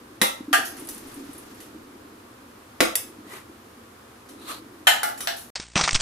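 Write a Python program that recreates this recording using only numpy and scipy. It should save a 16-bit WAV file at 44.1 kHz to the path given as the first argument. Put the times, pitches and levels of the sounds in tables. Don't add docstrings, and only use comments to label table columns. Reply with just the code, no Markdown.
import sys
import numpy as np
from scipy import signal
from scipy.fft import rfft, irfft, next_fast_len
from scipy.io import wavfile
from scipy.ndimage import uniform_filter1d

SR = 44100
rng = np.random.default_rng(int(sys.argv[2]) if len(sys.argv) > 2 else 0)


def store_wav(level_fs):
    pcm = np.round(np.clip(np.atleast_2d(level_fs), -1, 1) * 32767)
    wavfile.write(sys.argv[1], SR, pcm.T.astype(np.int16))


N = 265041
TIME = np.arange(N) / SR
EVENT_SIZE = SR // 2
AGE = TIME[:EVENT_SIZE]
ROLL_START_S, ROLL_END_S = 0.69, 1.62

# frequency in Hz, left-right correlation.
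KITCHEN_COHERENCE = [(170, 0.97), (290, 0.88), (600, -0.17), (1400, 0.16), (4000, 0.017), (12000, 0.49)]
AIR_COHERENCE = [(100, 1), (290, 0.97), (640, 0.018), (3000, 0.038), (8000, 0.13), (14000, 1)]


def bottle_impacts(hits, spectrum, modes, lag_ms, pan_db, spread, wall_db, dent_q):
    # frequency in Hz, level in dB, T60 in seconds, phase lead of the left side in radians.
    out, tail = np.zeros((2, N)), kitchen_tail()
    swell = 1 - np.exp(-AGE / 0.0062)
    for (start, level_db, bass_db, treble_db, crumple_t60, room_db, ring_db,
         dent_hz, dent_db, struck_hz, struck_db) in hits:
        source = coloured(contact(crumple_t60) + from_db(wall_db) * wall_ring(t60=0.06), spectrum)
        scatter = np.array([crackle(crumple_t60, grain_db=4.0) for side in range(2)])
        scatter = coloured(shelved(scatter, bass_db=-30, treble_db=0, bass_hz=1200), spectrum)
        left = np.interp(AGE - lag_ms / 1000, AGE, source, left=0)
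        direct = (np.array([left, source]) + spread * scatter) / np.hypot(1, spread)
        pan = from_db([[pan_db / 2], [-pan_db / 2]])
        sound = pan * direct + from_db(room_db) * reverberated(source, tail)
        for hz, db, t60, lead in modes:
            phase = rng.uniform(0, 2 * np.pi) + np.array([[lead], [0]])
            phase += 0.3 * rng.standard_normal((2, 1))
            favour_db = struck_db * np.exp(-(np.log(hz / struck_hz) / 0.05) ** 2)
            mode = np.sin(2 * np.pi * hz * AGE + phase) * swell * decay(t60)
            sound += from_db(db + ring_db + favour_db) * np.sqrt(2) * unit_energy(mode)
        sound = resonant(shelved(sound, bass_db, treble_db), dent_hz, dent_db, q=dent_q)
        add(out, start, from_db(level_db) * sound)
    return out


def shelf_knocks():
    hits = [(0.2150, 8.5, 0.5, 1, 0.035, 3, -8, 3840, 11, 201, 12.5),
            (0.2203, 8, -0.5, -2.5, 0.0058, -1.5, -5, 2040, 8, 1207, 11),
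            (0.2300, -4, -12, -13, 0.02, 6, 2.5, 2700, 16.5, 804, 20.5),
            (2.8050, 16.5, -1, -9.5, 0.038, 0.5, -6.5, 331, 7.5, 520, 9),
            (2.8095, 11.5, 3, -19, 0.011, -7, -12, 279, 6, 335, 10)]
    spectrum = [(60, -21.5), (140, -24.5), (200, -10.5), (290, 3.5), (410, -5.5), (520, -1), (800, -7.5),
                (1300, -7), (1850, -4), (2450, -12), (4200, -10.5), (7000, -15), (10500, -8.5),
                (15500, -19)]
    modes = [(205, -10, 0.036, 0.5), (308, -13.5, 0.019, 0.5), (336.7, -9.5, 0.19, -1.7),
             (509, -11.5, 0.18, 0.8), (804, -13.5, 0.29, 2.5), (1210, -8, 0.31, 3), (1857, -24, 0.22, 5.5),
             (2060, -26, 0.22, -1), (2230, -24, 0.2, -5), (2719, -15, 0.22, 10), (3850, -33, 0.15, 3)]
    return bottle_impacts(hits, spectrum, modes,
                          lag_ms=0.027, pan_db=0.5, spread=1.0, wall_db=-7.5, dent_q=21.0)


def floor_bounces():
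    hits = [(0.5295, 4, -20, 3.5, 0.0091, 8.1, 0, 3140, 3.2, 1198, 21.8),
            (0.5335, 4, -0.5, -7, 0.017, 9.4, 5, 2800, 6.2, 1670, 8.5),
            (4.8698, 11.5, -12, 3.5, 0.039, 5.9, -13, 3040, 6, 1790, 5),
            (4.8780, 8, 2.5, -6.5, 0.0069, 5.8, -7, 2900, 7.9, 840, 14.5),
            (5.0318, -2.3, 15.5, 0, 0.0061, 1.7, 5.5, 1450, 5, 855, 6),
            (5.080, -14, 15.5, 3.5, 0.1, 3.6, 4, 870, 3, 855, 7),
            (5.2730, -6.5, 11, 13, 0.0034, 4.2, 1, 1800, 1.2, 680, 16)]
    spectrum = [(88, -98), (150, -88), (275, -28.5), (524, -15), (675, -1.5), (871, 1), (998, -11),
                (1170, -6), (1690, 2), (2270, -7), (4670, -13.5), (5050, -15.5), (11700, -18), (14800, -23),
                (16000, -80)]
    modes = [(686, -14, 0.36, -2.5), (730, -18, 0.3, -2.6), (782, -20, 0.3, -2.6), (842, -15.5, 0.3, -2.1),
             (864, -15, 0.38, -2.5), (1198, -16.5, 0.22, -1.5), (1366, -13.5, 0.3, -0.3),
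             (1414, -14, 0.3, -1.8), (1450, -15, 0.26, 2.0), (1648, -14.5, 0.26, -1.0),
             (1777, -14, 0.28, -0.9), (1995, -14, 0.2, 0), (2153, -14, 0.25, -0.5),
             (2925, -14.5, 0.3, -0.8)]
    return bottle_impacts(hits, spectrum, modes,
                          lag_ms=0.21, pan_db=3.5, spread=0.97, wall_db=-17, dent_q=15.3)


def wall_snaps(dent_hz=10440, dent_db=9):
    # start in seconds; level, bass and treble in dB; crumple T60 in seconds; room gain in dB.
    snaps = [(0.5319, 1.5, -12, -15, 0.035, 3), (0.650, -14, -10, -4, 0.071, 11.5),
             (0.767, -30.5, 27.5, 1, 0.12, 8.5), (0.888, -16, 14, 5, 0.068, 2),
             (0.978, -25, -8, 0.5, 0.1, 1), (1.052, -39, -8, -6, 0.02, -4),
             (1.603, -17, -5, -16, 0.035, 7.5), (2.9547, 3.5, -20, 1.5, 0.012, -2.5),
             (4.289, -16.5, -9, -35, 0.093, 5.5), (5.0328, -4.5, -15, 0, 0.02, 2),
             (5.176, -14, -3, -7, 0.11, 6), (5.206, -7.5, 11.5, -8.5, 0.019, 8),
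             (5.364, -31, -8, -0.5, 0.3, 20)]
    spectrum = [(240, -16.5), (400, -8), (2430, -5), (3070, -5), (4050, -3.5), (4800, -4.5), (5780, -0.5),
                (11800, -2), (16000, -3)]
    modes = [(1914, -14.5, 0.014, 0.5), (4580, -10, 0.011, 0.9), (9130, -14, .06, -1.3),
             (11700, -8, 0.023, 0.52)]
    hits = [(*snap, 0, dent_hz, dent_db, dent_hz, 0) for snap in snaps]
    return bottle_impacts(hits, spectrum, modes,
                          lag_ms=0, pan_db=0.5, spread=1.0, wall_db=-4.0, dent_q=6.3)


def contact(t60, push_db=-9, crossover_hz=900):
    snaps = butterworth(crackle(t60, grain_db=3.5), 2, crossover_hz, "high")
    push = shelved(signal.unit_impulse(EVENT_SIZE), -push_db, 0, bass_hz=crossover_hz)
    return snaps + from_db(push_db) * push


def wall_ring(t60, low_hz=1500, high_hz=14000, count=36):
    lines = np.zeros(EVENT_SIZE // 2 + 1, complex)
    mode_hz = rng.uniform(low_hz, high_hz, count)
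    lines[(mode_hz / 2).astype(int)] = 1j * rng.standard_normal(count)
    return unit_energy(irfft(lines) * decay(t60))


def water(pocket_hz=300.5, pitch_scatter=0.13, small_gulps_per_s=22):
    # start in seconds, peak in dB, pitch in Hz, swell in seconds, glide in octaves per second.
    main_gulps = [(0.405, -25.5, 284, 0.0045, 0.5), (0.48, -24.5, 294, 0.0059, -4),
                  (0.508, -24.5, 286, 0.0095, 0.5), (1.054, -37, 281, 0.013, -5),
                  (1.166, -34, 269, 0.0099, 2), (1.191, -36, 268, 0.021, 0), (1.230, -35, 260, 0.012, 2),
                  (1.289, -32, 284, 0.0063, -1), (1.757, -34.5, 290, 0.005, 8),
                  (2.915, -65, 716, 0.035, -10), (3.097, -35.5, 323, 0.0073, 3),
                  (3.185, -36, 266, 0.0045, 2), (3.265, -36.5, 270, 0.0047, 0),
                  (3.330, -37, 374, 0.0084, 1), (3.494, -37, 326, 0.0066, -1)]
    # frequency in Hz, relative level in dB.
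    spectrum = [(60, -22), (120, -46), (200, -18.5), (265, -4), (335, -2.5), (430, -10.5), (700, -25.5),
                (2000, -32), (12000, -96)]
    gulps, motion = np.zeros(N), agitation()
    for start, peak_db, hz, swell_s, glide in main_gulps:
        add(gulps, start, from_db(peak_db) * gulp(hz, swell_s, glide))
    chance, detune = rng.random(N), rng.standard_normal(N)
    for i in np.flatnonzero(chance < small_gulps_per_s / SR):
        hz = pocket_hz * np.exp(pitch_scatter * detune[i])
        add(gulps, TIME[i], from_db(5) * motion[i] * gulp(hz, swell_s=0.0069))
    reverberation = from_db(-9) * reverberated(gulps, kitchen_tail())
    swill = from_db(-3) * motion * coloured(stereo_noise(AIR_COHERENCE, N), spectrum)
    return gulps + reverberation + swill


def gulp(hz, swell_s, glide=0):
    swell = (AGE / swell_s * np.exp(1 - AGE / swell_s)) ** 2
    pitch_hz = hz * 2 ** (glide * AGE)
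    return swell * np.sin(2 * np.pi * np.cumsum(pitch_hz) / SR)


def agitation(rise_s=0.009, settle_db_per_s=16):
    # start in seconds, level in dB.
    jolts = [(0, -49.5), (0.399, -49.5), (0.55, -40.5), (0.72, -48.5), (1.16, -43.5), (1.729, -44.5),
             (2.98, -46.5), (4.29, -44.5), (4.45, -48.5)]
    energy = np.zeros(N)
    for start, db in jolts:
        age = np.maximum(TIME - start, 0)
        energy += (from_db(db - settle_db_per_s * age) * (1 - np.exp(-age / rise_s))) ** 2
    return np.sqrt(energy)


def rolling(friction, level_db=-45.5, fade_db_per_s=6.0):
    # frequency in Hz, relative level in dB.
    spectrum = [(500, 7.5), (1200, 6), (2500, 1), (6000, -2), (10500, -7), (13000, -3.5), (16000, -22)]
    level = from_db(level_db - fade_db_per_s * (TIME - ROLL_START_S))
    envelope = stroke(ROLL_START_S, ROLL_END_S, attack_s=0.037, release_s=0.14)
    return level * envelope * coloured(friction, spectrum)


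def cap_rattle(per_s=20, scatter_db=5, level_db=-50, fade_db_per_s=7, burst_t60=0.05, room_t60=0.3):
    # frequency in Hz, relative level in dB.
    spectrum = [(1500, -17), (6000, -12), (10200, 10), (13000, -5), (16000, -10)]
    chance, sizes = rng.random(N), rng.standard_normal(N)
    ticks = unit_rms((chance < per_s / SR) * from_db(scatter_db * np.clip(sizes, -2, 1)))
    ticks *= from_db(level_db - fade_db_per_s * (TIME - ROLL_START_S))
    ticks *= (TIME > ROLL_START_S) & (TIME < ROLL_END_S)
    burst_power = (unit_energy(decay(burst_t60)) ** 2 + unit_energy(decay(room_t60)) ** 2) / 2
    envelope = np.sqrt(np.maximum(signal.oaconvolve(ticks ** 2, burst_power)[:N], 0))
    return envelope * coloured(stereo_noise(KITCHEN_COHERENCE, N), spectrum)


def scuffing(friction):
    # centre in seconds, level in dB, width in seconds, treble in dB, resonance in Hz,
    # its gain in dB.
    scuffs = [(3.346, -44.5, 0.06, 8, 1930, 9), (4.465, -57, 0.063, 13.5, 3960, 11),
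              (4.505, -44, 0.021, 14, 1220, 8.5), (4.537, -44, 0.052, 6, 4300, 13)]
    # frequency in Hz, relative level in dB.
    spectrum = [(290, -61), (500, -3), (906, -5.5), (1230, 1.5), (1480, -9), (2390, -12), (3810, -15),
                (5240, -22), (10700, -19), (14500, -26), (16000, -55)]
    out, rub = np.zeros((2, N)), coloured(friction, spectrum)
    for centre, db, width, treble_db, hz, gain_db in scuffs:
        near = np.abs(TIME - centre) < 0.5
        envelope = from_db(db) * np.exp(-((TIME[near] - centre) / width) ** 2)
        out[:, near] += envelope * resonant(shelved(rub[:, near], 0, treble_db), hz, gain_db)
    return out


def fumbling():
    # start in seconds, length in seconds, level in dB.
    drags = [(5.539, 0.087, -41.5), (5.752, 0.095, -29), (5.845, 0.14, -35), (5.995, 0.055, -19)]
    # start in seconds; level, bass and treble in dB; T60 in seconds; resonance in Hz.
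    catches = [(5.556, 2.5, -22, -9.5, 0.083, 4560), (5.6, -8, 5, -3.5, 0.061, 5000),
               (5.7561, 4, 10.5, -26, 0.058, 2800), (5.765, 10, 1.5, -29, 0.14, 1020),
               (5.792, 6, 5, -25, 0.12, 1040), (5.777, 5.5, 6, -19, 0.03, 5000),
               (5.811, 7.5, 5, -13, 0.05, 5200), (5.838, 9.5, -11, -8, 0.09, 3870),
               (5.8769, 7.5, -4, -12, 0.014, 1000), (5.881, 6, -4, -23, 0.035, 1520),
               (5.8913, 5.5, 2, -20, 0.012, 2000), (5.909, -1, -3, -3, 0.013, 5260),
               (5.930, -11, 4, 11.5, 0.019, 8300), (5.945, -3, 0, 6, 0.05, 3500),
               (5.950, 4.5, 1, 2, 0.06, 5500), (5.958, 1.5, -6, 4.5, 0.025, 2600)]
    # frequency in Hz, relative level in dB.
    spectrum = [(20, -14), (100, -6), (212, -6), (300, -9.5), (600, -5), (958, -3), (1850, -2.5),
                (2600, -1.5), (2850, -3.5), (5730, -2), (9000, -6.5), (11700, -46), (19800, -120)]
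    slips = rng.standard_normal(N) * stick_slip(per_s=400, grain_db=4.0)
    envelope = sum(from_db(db) * stroke(start, start + length, attack_s=0.02, release_s=0.03)
                   for start, length, db in drags)
    out = envelope * coloured(slips, spectrum)
    tick = from_db(-12) * signal.unit_impulse(EVENT_SIZE)
    for start, db, bass_db, treble_db, t60, hz in catches:
        catch = unit_energy(crackle(t60, grain_db=4.5) + tick)
        scuff = shelved(coloured(catch, spectrum), bass_db, treble_db)
        add(out, start, from_db(db) * resonant(scuff, hz, gain_db=8, q=4.0))
    return out


def case_thuds():
    # start in seconds, amplitude in dB, frequency in Hz, T60 in seconds.
    thuds = [(5.598, -23, 260, 0.011), (5.7605, -10.5, 193, 0.034), (5.762, -35, 170, 0.81),
             (5.835, -18, 60, 0.022), (5.928, -15.5, 9, 0.29), (5.930, -18, 105, 0.022),
             (5.952, -15.5, 92, 0.033)]
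    return struck_modes(thuds)


def collar_tag():
    # start in seconds, amplitude in dB, frequency in Hz, T60 in seconds.
    modes = [(5.757, -28, 5859, 0.65), (5.757, -40, 8650, 0.5)]
    return struck_modes(modes)


def mains_buzz(hz=58.4, buzz_db=-54, hiss_db=-43.5, steady_share=0.37):
    buzz = unit_rms(butterworth(signal.sawtooth(2 * np.pi * hz * TIME), 3, 400))
    spits = steady_share + (1 - steady_share) * np.cos(np.pi * hz * TIME) ** 10
    return from_db(buzz_db) * buzz + from_db(hiss_db) * spits * rng.standard_normal(N)


def kitchen_tail(build_s=0.00043):
    # frequency in Hz, T60 in seconds.
    t60s = [(100, 0.6), (260, 0.11), (700, 0.53), (1800, 0.36), (5000, 0.35), (13000, 0.27)]
    noise = rfft(stereo_noise(KITCHEN_COHERENCE, EVENT_SIZE))
    hz, edges = np.fft.rfftfreq(EVENT_SIZE, 1 / SR), np.geomspace(1, SR / 2, 19)
    tail = sum(irfft(noise * (hz >= low) * (hz < high)) * decay(at_hz(t60s, np.sqrt(low * high)))
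               for low, high in zip(edges, edges[1:]))
    onset, fade = 1 - np.exp(-AGE / build_s), np.cos(np.pi * AGE)
    return whitened(tail * onset, bins=70) * fade


def kitchen_air(level_db=-48):
    # frequency in Hz, relative level in dB.
    spectrum = [(18, -60), (30, -29), (79, -5.5), (124, -4.5), (157, -17), (233, 0), (319, -6.5),
                (540, -7.5), (600, -13.5), (666, -10), (844, -11.5), (1160, -8), (2120, -18), (6000, -25.5),
                (12000, -27), (15000, -37.5), (16000, -29)]
    return from_db(level_db) * coloured(stereo_noise(AIR_COHERENCE, N), spectrum)


def crackle(t60, grain_db):
    noise, sizes = rng.standard_normal((2, EVENT_SIZE))
    return unit_energy(noise * from_db(grain_db * sizes) * decay(t60))


def stick_slip(per_s, grain_db):
    steps = rng.standard_normal(N)
    return unit_rms(from_db(grain_db * np.interp(TIME * per_s, np.arange(N), steps)))


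def struck_modes(rows):
    out = np.zeros(N)
    for start, db, hz, t60 in rows:
        add(out, start, from_db(db) * np.sin(2 * np.pi * hz * AGE) * decay(t60))
    return out


def stroke(start_s, end_s, attack_s, release_s):
    attack = 1 - np.exp(-np.maximum(TIME - start_s, 0) / attack_s)
    return attack * np.exp(-np.maximum(TIME - end_s, 0) / release_s)


def decay(t60):
    return np.exp(-np.minimum(np.log(1000) * AGE / t60, 40))


def stereo_noise(coherence, size):
    padded = next_fast_len(size, real=True)
    alike = np.clip(at_hz(coherence, np.fft.rfftfreq(padded, 1 / SR)), -.999, .999)
    mid, side = rfft(rng.standard_normal((2, padded)))
    spectra = np.sqrt((1 + alike) / 2) * mid + np.sqrt((1 - alike) / 2) * side * [[1], [-1]]
    return irfft(spectra, padded)[:, :size]


def reverberated(x, tail):
    return signal.fftconvolve(x[None], tail, axes=-1)[:, :len(x)]


def coloured(x, spectrum, size=4096):
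    cepstrum = irfft(np.log(from_db(at_hz(spectrum, np.fft.rfftfreq(size, 1 / SR)))))
    one_sample_delay = np.exp(-2j * np.pi * np.fft.rfftfreq(size))
    log_response = rfft(2 * cepstrum[1:size // 2], size) * one_sample_delay
    response = unit_energy(irfft(np.exp(log_response)))
    return signal.oaconvolve(x, np.array(response, ndmin=x.ndim), axes=-1)[..., :x.shape[-1]]


def whitened(x, bins):
    spectrum = rfft(x)
    power = np.mean(np.abs(spectrum) ** 2, axis=0)
    return irfft(spectrum / np.sqrt(uniform_filter1d(power, bins) + 1e-12))


def shelved(x, bass_db, treble_db, bass_hz=450, treble_hz=3000):
    bass, treble = butterworth(x, 1, bass_hz), butterworth(x, 1, treble_hz, "high")
    return x + (from_db(bass_db) - 1) * bass + (from_db(treble_db) - 1) * treble


def resonant(x, hz, gain_db, q=9.1):
    band = signal.lfilter(*signal.iirpeak(min(hz, SR / 3), q, fs=SR), x)
    return x + (from_db(gain_db) - 1) * band


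def butterworth(x, order, hz, kind="low"):
    return signal.sosfilt(signal.butter(order, hz, kind, fs=SR, output="sos"), x)


def low_pass(x, hz):
    return signal.sosfilt(signal.ellip(10, .3, 80, hz, fs=SR, output="sos"), x)


def at_hz(points, hz):
    frequencies, values = np.transpose(points)
    return np.interp(np.log(np.maximum(hz, 1)), np.log(frequencies), values)


def add(out, start_s, sound):
    start = round(start_s * SR)
    part = out[..., start:start + sound.shape[-1]]
    part += sound[..., :part.shape[-1]]


def from_db(db):
    return 10 ** (np.asarray(db) / 20)


def unit_rms(x):
    return x / np.sqrt(np.mean(x ** 2) + 1e-20)


def unit_energy(x):
    return x / np.sqrt(np.sum(x ** 2) + 1e-20)


def scene(kitchen_end_s=5.503, fumble_start_s=5.553):
    impacts = shelf_knocks() + floor_bounces() + wall_snaps()
    air, slosh = kitchen_air(), water()
    friction = stereo_noise(KITCHEN_COHERENCE, N) * stick_slip(per_s=130, grain_db=1.5)
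    kitchen = impacts + slosh + rolling(friction) + cap_rattle() + scuffing(friction) + air
    other_room = low_pass(fumbling() + case_thuds() + collar_tag() + mains_buzz(), hz=9000)
    return kitchen * (TIME < kitchen_end_s) + other_room * (TIME > fumble_start_s)


def record(dry):
    return low_pass(np.clip(dry, -1, 1), hz=15500)


dry = scene()
out = record(dry)
store_wav(out)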